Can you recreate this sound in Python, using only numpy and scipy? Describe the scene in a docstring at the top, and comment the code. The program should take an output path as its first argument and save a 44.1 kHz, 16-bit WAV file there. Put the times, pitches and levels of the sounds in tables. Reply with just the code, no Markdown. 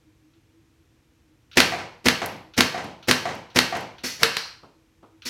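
"""A living room with a faint appliance hum that swells now and then, and an early click of a trigger.
An air-powered toy blaster next to the microphone then fires five darts across the room. Each shot is shaped
noise and decaying sines: trigger click, puff of air that rings the barrel, pop of the dart, hard clack of
the bolt; the darts thud against the far end and drop. It cycles once more with an empty barrel, which hisses
and rings, and one more puff starts at the end. Dense echoes follow all but the rings of barrel and target."""
import sys
import numpy as np
from scipy import signal
from scipy.fft import rfft, irfft
from scipy.io import wavfile
from scipy.ndimage import uniform_filter1d

SR = 44100
rng = np.random.default_rng(int(sys.argv[2]) if len(sys.argv) > 2 else 0)


def wav_out(sig):
    """Save sig, one row per channel (or a flat mono array), as 16-bit PCM at SR to the path in sys.argv[1]."""
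    wavfile.write(sys.argv[1], SR, np.round(np.clip(np.atleast_2d(sig).T, -1, 1) * 32767).astype(np.int16))


N = 233289
TIME = np.arange(N) / SR   # seconds

# All levels in the tables are relative: most layers are scaled again where they are mixed.
# The valve opens. Each row: start in seconds, level of the air rush in dB, level of the barrel ring in dB.
PUFF_EVENTS = [(1.570, -10, -14), (2.056, -15.5, -13.5), (2.5765, -14, -13.5), (3.0823, -14, -15),
               (3.5585, -15, -15), (4.037, -29, -29.5), (5.2535, -46, -34.5)]
# The bolt slams against its stop. Each row: start in seconds, level in dB, ring of the empty barrel in dB.
CLACK_EVENTS = [(1.602, -4, -54.5), (2.084, -5.5, -50), (2.606, -4.5, -44.5), (3.111, -5, -38),
                (3.588, -4.5, -39.5), (4.2315, -2.5, -16), (4.3675, -16.5, -35)]
# Darts land at the far end. Each row: start in seconds, level in dB, ring of the struck spot in dB.
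THUD_EVENTS = [(1.72, -11, -18), (1.786, -16, -28.5), (2.217, -8.5, -25.5), (2.743, -15, -19.5),
               (2.777, -13.5, -29), (3.254, -11.5, -17), (3.289, -13.5, -44), (3.724, -15, -16.5),
               (3.751, -10, -39.5)]
# Spectrum of the puffs and of the noise ahead of them. Each row: frequency in Hz, density in dB per Hz.
RUSH_SPECTRUM = [(25, -21), (55, -4), (90, -1.5), (200, 0), (400, 0), (700, -5), (1200, -7), (2100, -2),
                 (3400, -10.5), (5500, -6), (8000, -18), (12500, -21), (16000, -29.5)]


def from_db(db):
    """Amplitude factor of a level in dB."""
    return 10 ** (np.asarray(db) / 20)


def rms_one(x):
    """Scale to an rms of 1."""
    return x / np.sqrt(np.mean(x ** 2) + 1e-20)


def at_hz(points, hz):
    """Read a table along a log-frequency axis."""
    table = np.array(points)
    return np.interp(np.log(hz + 1e-9), np.log(table[:, 0]), table[:, 1])


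def through(x, response):
    """Convolve with an impulse response, cut to the length of the scene."""
    return signal.fftconvolve(x, response)[:N]


def colour(x, tone, size=8192):
    """Causal (minimum-phase) filter with the given spectrum; white noise keeps its power."""
    log_gain = np.log(from_db(at_hz(tone, np.fft.rfftfreq(size, 1 / SR))))
    cepstrum = irfft(log_gain)
    # folding the cepstrum onto positive time makes the filter minimum-phase
    cepstrum[1:size // 2] *= 2
    cepstrum[size // 2 + 1:] = 0
    response = irfft(np.exp(rfft(cepstrum)))
    return through(x, response / np.linalg.norm(response))


def resonate(x, peaks):
    """Parallel resonances of the given centre, width and gain."""
    out = 0
    for hz, width, db in peaks:
        b, a = signal.iirpeak(hz, hz / width, fs=SR)
        out = out + from_db(db) * signal.lfilter(b, a, x)
    return out


def drift(rate_hz):
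    """Slow random wander with an rms of 1."""
    knots = rng.standard_normal(int(N / SR * rate_hz) + 2)
    return rms_one(np.interp(TIME * rate_hz, np.arange(len(knots)), knots))


def strikes(rows, column=1):
    """One impulse per row, as strong as the dB in that column."""
    out = np.zeros(N)
    for row in rows:
        out[round(row[0] * SR)] += from_db(row[column])
    return out


def bursts(rows, length_s, squareness=1, rise_s=0.00028, count=6):
    """A short, spectrally even burst of noise per row; a squarer one holds its level and then stops."""
    t, out = TIME[:SR // 4], np.zeros(N + SR)
    envelope = np.exp(-(t / length_s) ** squareness) * (1 - np.exp(-t / rise_s))
    for s, db, *_ in rows:
        burst = envelope * rng.standard_normal(len(t))
        for _ in range(count):   # in turn, flatten the spectrum and restore the envelope
            burst = irfft(np.exp(1j * np.angle(rfft(burst))), len(t))
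            local_rms = np.sqrt(uniform_filter1d(burst ** 2, size=48) + 1e-12)
            burst = envelope * burst / local_rms
        out[round(s * SR):][:len(t)] += from_db(db) * burst
    return out[:N]


def ring(hits, modes, swell_s=0.0074):
    """Every hit sets decaying sines going, which swell up over a few milliseconds."""
    t, sines = TIME[:SR], 0
    for hz, db, t60 in modes:
        sines = sines + from_db(db - 60 * t / t60) * np.sin(2 * np.pi * hz * t)
    return through(hits, sines * (1 - np.exp(-t / swell_s)))


def room_response(first_echo_s=0.0053, build_s=0.0014):
    """Dense echoes build up into a tail that dies band by band; energy 1."""
    # Decay of the room. Each row: frequency in Hz, time to fall by 60 dB in seconds.
    decay_times = [(100, 0.47), (250, 0.54), (700, 0.46), (2000, 0.5), (5000, 0.51), (8000, 0.39),
                   (15000, 0.39)]
    # What the walls give back. 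Each row: frequency in Hz, level in dB.
    wall_levels = [(60, -2.5), (250, 2.5), (1000, 2.5), (3000, -1.5), (6000, 0), (13000, -1)]
    t, hz = TIME[:SR], np.fft.rfftfreq(SR, 1 / SR)
    echoes = rfft(rng.standard_normal(SR))
    onset = 1 - np.exp(-np.maximum(t - first_echo_s, 0) / build_s)
    edges, out = np.geomspace(40, 18000, 25), 0
    for low, high in zip(edges, edges[1:]):
        centre = np.sqrt(low * high)
        t60 = at_hz(decay_times, centre)
        decay = np.exp(-np.log(1000) * t / t60)
        band = irfft(echoes * (hz >= low) * (hz < high), SR) * onset * decay
        # a wider or longer-lived band carries more energy
        out = out + from_db(at_hz(wall_levels, centre)) * rms_one(band) * np.sqrt((high - low) * t60)
    return out / np.linalg.norm(out)


def background(waver=0.23, wander_hz=1.1, low_cut_hz=38):
    """Room tone as coloured noise, and an appliance hum as steady sines that waver in pitch and level."""
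    # Spectrum of the room tone. Each row: frequency in Hz, density in dB per Hz.
    air_spectrum = [(15, -38.5), (25, -11.5), (49, -0.5), (102, 3.5), (180, -11), (317, -5.5), (384, -15.5),
                    (489, -11.5), (560, -20), (2410, -22), (4870, -28.5), (5730, -27), (10400, -36),
                    (11900, -33), (16000, -45)]
    # Tones of the hum. Each row: frequency in Hz, level in dB rms before the waver.
    hum_tones = [(70.0, -75), (107.7, -73.5), (140.0, -71.5), (2422, -84.5)]
    drone = (323, -69.5)   # the higher tone between its swells, as a row of the same kind
    air = from_db(-59) * colour(rng.standard_normal(N), air_spectrum)
    air = signal.sosfilt(signal.butter(2, low_cut_hz, "high", fs=SR, output="sos"), air)
    hum = 0
    for hz, db in [*hum_tones, drone]:
        phase = 2 * np.pi * np.cumsum(hz + wander_hz * drift(rate_hz=4)) / SR
        level = from_db(db) * np.sqrt(2) * (1 + waver * drift(rate_hz=2.1))
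        hum = hum + level * np.sin(phase)
    return air + hum


def swells(width_s=0.037):
    """The higher tone of the hum rises briefly and sinks back, as sines under one bell shape."""
    # Each row: time of the crest in seconds, rms level at the crest in dB, pitch in Hz.
    crests = [(0.09, -57, 310), (0.258, -55.5, 311), (0.376, -58, 327), (0.587, -56, 329),
              (0.815, -59.5, 326), (1.315, -58.5, 311), (2.482, -52, 319), (4.792, -62, 318),
              (5.042, -58.5, 327), (5.152, -55.5, 323)]
    out = 0
    for s, db, hz in crests:
        t = TIME - s
        bell = np.exp(-(t / width_s) ** 2)
        out = out + from_db(db) * bell * np.sqrt(2) * np.sin(2 * np.pi * hz * t)
    return out


def darts():
    """Far off, foam darts land with a dull thud of noise; softer bumps follow as they drop."""
    # Spectrum of a thud. Each row: frequency in Hz, density in dB per Hz.
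    thud_spectrum = [(25, -27), (110, 1), (250, -5), (450, -2), (800, 0), (1150, -6), (1500, -5),
                     (2100, -3.5), (3000, -11), (6000, -18.5), (15000, -42.5)]
    # Dull bumps of dropping darts. Each row: start in seconds, level in dB.
    drops = [(1.835, -41), (2.322, -31), (2.842, -26.5), (3.345, -32.5), (3.815, -33)]
    # Spectrum of a bump. Each row: frequency in Hz, density in dB per Hz.
    bump_spectrum = [(25, -22), (100, -1), (220, 3.5), (420, -7.5), (700, -1), (1300, -14), (1900, -23),
                     (3200, -13.5), (6000, -26.5), (15000, -45)]
    thud = colour(bursts(THUD_EVENTS, length_s=0.014), thud_spectrum)
    bump = colour(bursts(drops, length_s=0.021, squareness=1.7), bump_spectrum)
    return from_db(-12) * thud + from_db(-6) * bump


def target():
    """The spot that the darts hit rings briefly and hollowly in its own modes."""
    # Each row: frequency in Hz, level in dB, time to fall by 60 dB in seconds.
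    spot_modes = [(692, 2.5, 0.11), (733, 1.5, 0.12), (1163, -7, 0.13), (1510, -19.5, 0.125),
                  (1884, -9, 0.082), (2100, -12, 0.078)]
    return from_db(1) * ring(strikes(THUD_EVENTS, column=2), spot_modes)


def hands():
    """The shell shifts in the hands: soft, low knocks against the grip."""
    # Each row: start in seconds, level in dB.
    knocks = [(4.217, -23), (4.629, -40.5), (5.025, -43)]
    # Spectrum of a knock. Each row: frequency in Hz, density in dB per Hz.
    knock_spectrum = [(25, -22), (110, 0), (250, 0), (420, 1), (700, -2), (1300, -3), (1800, -21),
                      (3200, -21), (6000, -36), (15000, -50)]
    knock = bursts(knocks, length_s=0.047, squareness=1.3, rise_s=0.0026)
    return from_db(-3.5) * colour(knock, knock_spectrum)


def ticks():
    """Brief bright contacts of small plastic parts."""
    # Each row: start in seconds, level in dB.
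    contacts = [(2.2596, -25.5), (2.8425, -46), (3.35, -45), (3.769, -37.5), (3.808, -43)]
    # Spectrum of a tick. Each row: frequency in Hz, density in dB per Hz.
    tick_spectrum = [(500, -16), (2000, -11), (4500, -7), (8000, -10), (10300, -8), (11400, 3), (12500, -7),
                     (16000, -13)]
    return from_db(3) * colour(bursts(contacts, length_s=0.0027), tick_spectrum)


def trigger():
    """Small clicks of the trigger, each trailing off in a light scrape."""
    # Each row: start in seconds, level in dB.
    pulls = [(0.335, -54.5), (1.5138, -34), (1.5307, -33), (2.5367, -31.5), (3.0267, -32.5), (3.5004, -38),
             (3.9824, -33.5), (5.2204, -32)]
    # Spectrum of click and scrape. Each row: frequency in Hz, density in dB per Hz.
    click_spectrum = [(300, -32), (1000, -24), (1400, 5), (1900, -9.5), (2500, 2.5), (3200, 2.5),
                      (4300, 1.5), (5000, -9.5), (5900, -5.5), (7500, -29.5), (15000, -28.5)]
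    click = from_db(-12) * bursts(pulls, length_s=0.006)
    scrape = from_db(-12) * bursts(pulls, length_s=0.039)
    return colour(click + scrape, click_spectrum)


def lead_in(rise_db=12, fade_s=0.004):
    """A faint rush of noise swells around the start of each shot's puff and before the empty clack, then fades."""
    # Each row: start in seconds, length of the swell in seconds, final level in dB.
    rises = [(1.556, 0.018, -30), (2.043, 0.016, -27.5), (2.566, 0.01, -28), (3.073, 0.0062, -28),
             (3.546, 0.0093, -30.5), (4.192, .037, -28)]
    swell = 0
    for s, length, db in rises:
        to_go = s + length - TIME   # seconds until the swell peaks
        rise = from_db(-rise_db * np.maximum(to_go, 0) / length)
        fade = np.exp(np.minimum(to_go, 0) / fade_s)
        swell = swell + from_db(db) * rise * fade * (TIME > s)
    return colour(swell * rng.standard_normal(N), RUSH_SPECTRUM)


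def bolt(shell_t60_s=0.43):
    """A few milliseconds of hard chatter at the stop; the shell rings and buzzes, the spring rattles."""
    # Spectrum of the clack. Each row: frequency in Hz, density in dB per Hz.
    clack_spectrum = [(25, -41), (80, -7), (300, -4.5), (600, -3.5), (1000, 0.5), (1700, 4), (3000, 2),
                      (4500, 2.5), (6000, -6.5), (8000, -12), (10000, -13), (13000, -16), (16000, -31)]
    # Modes of the shell, which all die alike. Each row: frequency in Hz, level in dB.
    shell_modes = [(1158, -5.5), (1350, -1), (1553, 0.5), (1670, 0.5), (1775, 2.5), (1960, -6), (2211, -5),
                   (2521, -0.5), (2740, 1), (3115, 0.5), (4188, -0.5), (4423, -7.5), (5509, -8)]
    # Spring and shell rattle. Each row: start in seconds, level in dB.
    shakes = [(4.329, -33.5), (4.368, -27.5)]
    # Spectrum of the rattle. Each row: frequency in Hz, density in dB per Hz.
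    rattle_spectrum = [(300, -22), (1100, -7), (1550, -3), (2300, -6), (3600, -7), (4200, 0), (4900, -1),
                       (5700, -4), (6600, -20), (15000, -34)]
    # Resonances of the spring. Each row: frequency in Hz, width in Hz, level in dB.
    spring_resonances = [(2250, 53, 4), (2830, 61, -10), (3680, 28, -16), (4080, 120, 9), (4380, 32, -15),
                         (4810, 36, -13)]
    clack = from_db(2.5) * bursts(CLACK_EVENTS, length_s=0.004, squareness=4)
    buzz = from_db(-11) * bursts(CLACK_EVENTS, length_s=0.02)
    modes = [(hz, db, shell_t60_s) for hz, db in shell_modes]
    shell = from_db(-27) * ring(strikes(CLACK_EVENTS), modes)
    shake = bursts(shakes, length_s=0.085, squareness=1.4)
    rattle = from_db(-2) * colour(shake, rattle_spectrum)
    spring = from_db(-4.5) * resonate(shake, spring_resonances)
    return colour(clack + buzz, clack_spectrum) + shell + rattle + spring


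def barrel():
    """Each puff thumps the air column; each bolt strike rings it higher, strongest in the empty cycle."""
    # Modes of the air. Each row: frequency in Hz, level in dB, time to fall by 60 dB in seconds.
    air_modes = [(86.6, -17, 0.3), (143, -14.5, 0.41), (189.3, -11.5, 0.24), (249.5, 2, .21),
                 (339, -3.5, 0.17), (482, -7.5, 0.22), (944, -10, 0.13)]
    # The empty barrel. Each row: frequency in Hz, level in dB, time to fall by 60 dB in seconds.
    empty_modes = [(458, 0.0031, 0.16)]
    thump = from_db(2.5) * ring(strikes(PUFF_EVENTS, column=2), air_modes, swell_s=0.0081)
    return thump + from_db(3.5) * ring(strikes(CLACK_EVENTS, column=2), empty_modes)


def muzzle():
    """Air rushes out and the dart pops free; with no dart the rush is faint and a longer hiss resonates."""
    # Pops, two for the first shot and one for each later dart. Each row: start in seconds, level in dB.
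    pops = [(1.5715, -1), (1.5805, -1), (2.0675, -4.5), (2.5875, -10), (3.0926, -9), (3.5703, -6)]
    # Spectrum of the pop. Each row: frequency in Hz, density in dB per Hz.
    pop_spectrum = [(25, -32), (80, -11), (250, -0.5), (700, -5), (1200, -11), (1900, 6.5), (2800, 5),
                    (4500, -9.5), (8000, -27.5), (16000, -32.5)]
    # Air hisses from the empty barrel. Each row: start in seconds, level in dB.
    leaks = [(4.034, -21.5), (5.251, -22.5)]
    # Spectrum of the hiss. Each row: frequency in Hz, density in dB per Hz.
    leak_spectrum = [(100, -16), (800, -18), (1400, -6), (2100, 1.5), (3300, -1), (5700, 3), (8000, -12),
                     (12500, -10.5), (16000, -23)]
    # Resonances of the escaping air. Each row: frequency in Hz, width in Hz, level in dB.
    leak_resonances = [(2000, 58, -0.5), (2480, 65, -6.5), (3450, 30, -4), (4410, 72, 3.5),
                       (5300, 200, -5.5), (5820, 39, -6)]
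    puff = bursts(PUFF_EVENTS, length_s=0.022, squareness=1.6, rise_s=0.0012)
    rush = from_db(0.5) * colour(puff, RUSH_SPECTRUM)
    pop = from_db(-6) * colour(bursts(pops, length_s=0.0052, squareness=1.9), pop_spectrum)
    leak = bursts(leaks, length_s=0.075, squareness=1.5, rise_s=0.0073)
    hiss = from_db(-7.5) * colour(leak, leak_spectrum)
    whistle = from_db(3.5) * resonate(leak, leak_resonances)
    return rush + pop + hiss + whistle


def scene():
    """The bolt is next to the microphone, the muzzle points into the room, the darts land far off."""
    near = bolt() + trigger() + lead_in() + ticks() + hands()
    ahead, far = muzzle(), darts()
    # the farther a source, the more of it goes to the room's echoes
    send = from_db(-10.5) * near + from_db(-4) * ahead + far
    # the rings of barrel and target stay dry
    direct = near + from_db(1) * ahead + from_db(-1) * far + barrel() + target()
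    echoes = through(send, room_response())
    return (direct + echoes + background() + swells())[None]


def record(dry, cutoff_hz=16000):
    """The loudest peaks are rounded off and the top is cut."""
    rounded = 0.89 * np.tanh(dry / 1.17)
    return signal.sosfilt(signal.ellip(10, 0.2, 80, cutoff_hz, fs=SR, output="sos"), rounded)


dry = scene()
out = record(dry)
wav_out(out)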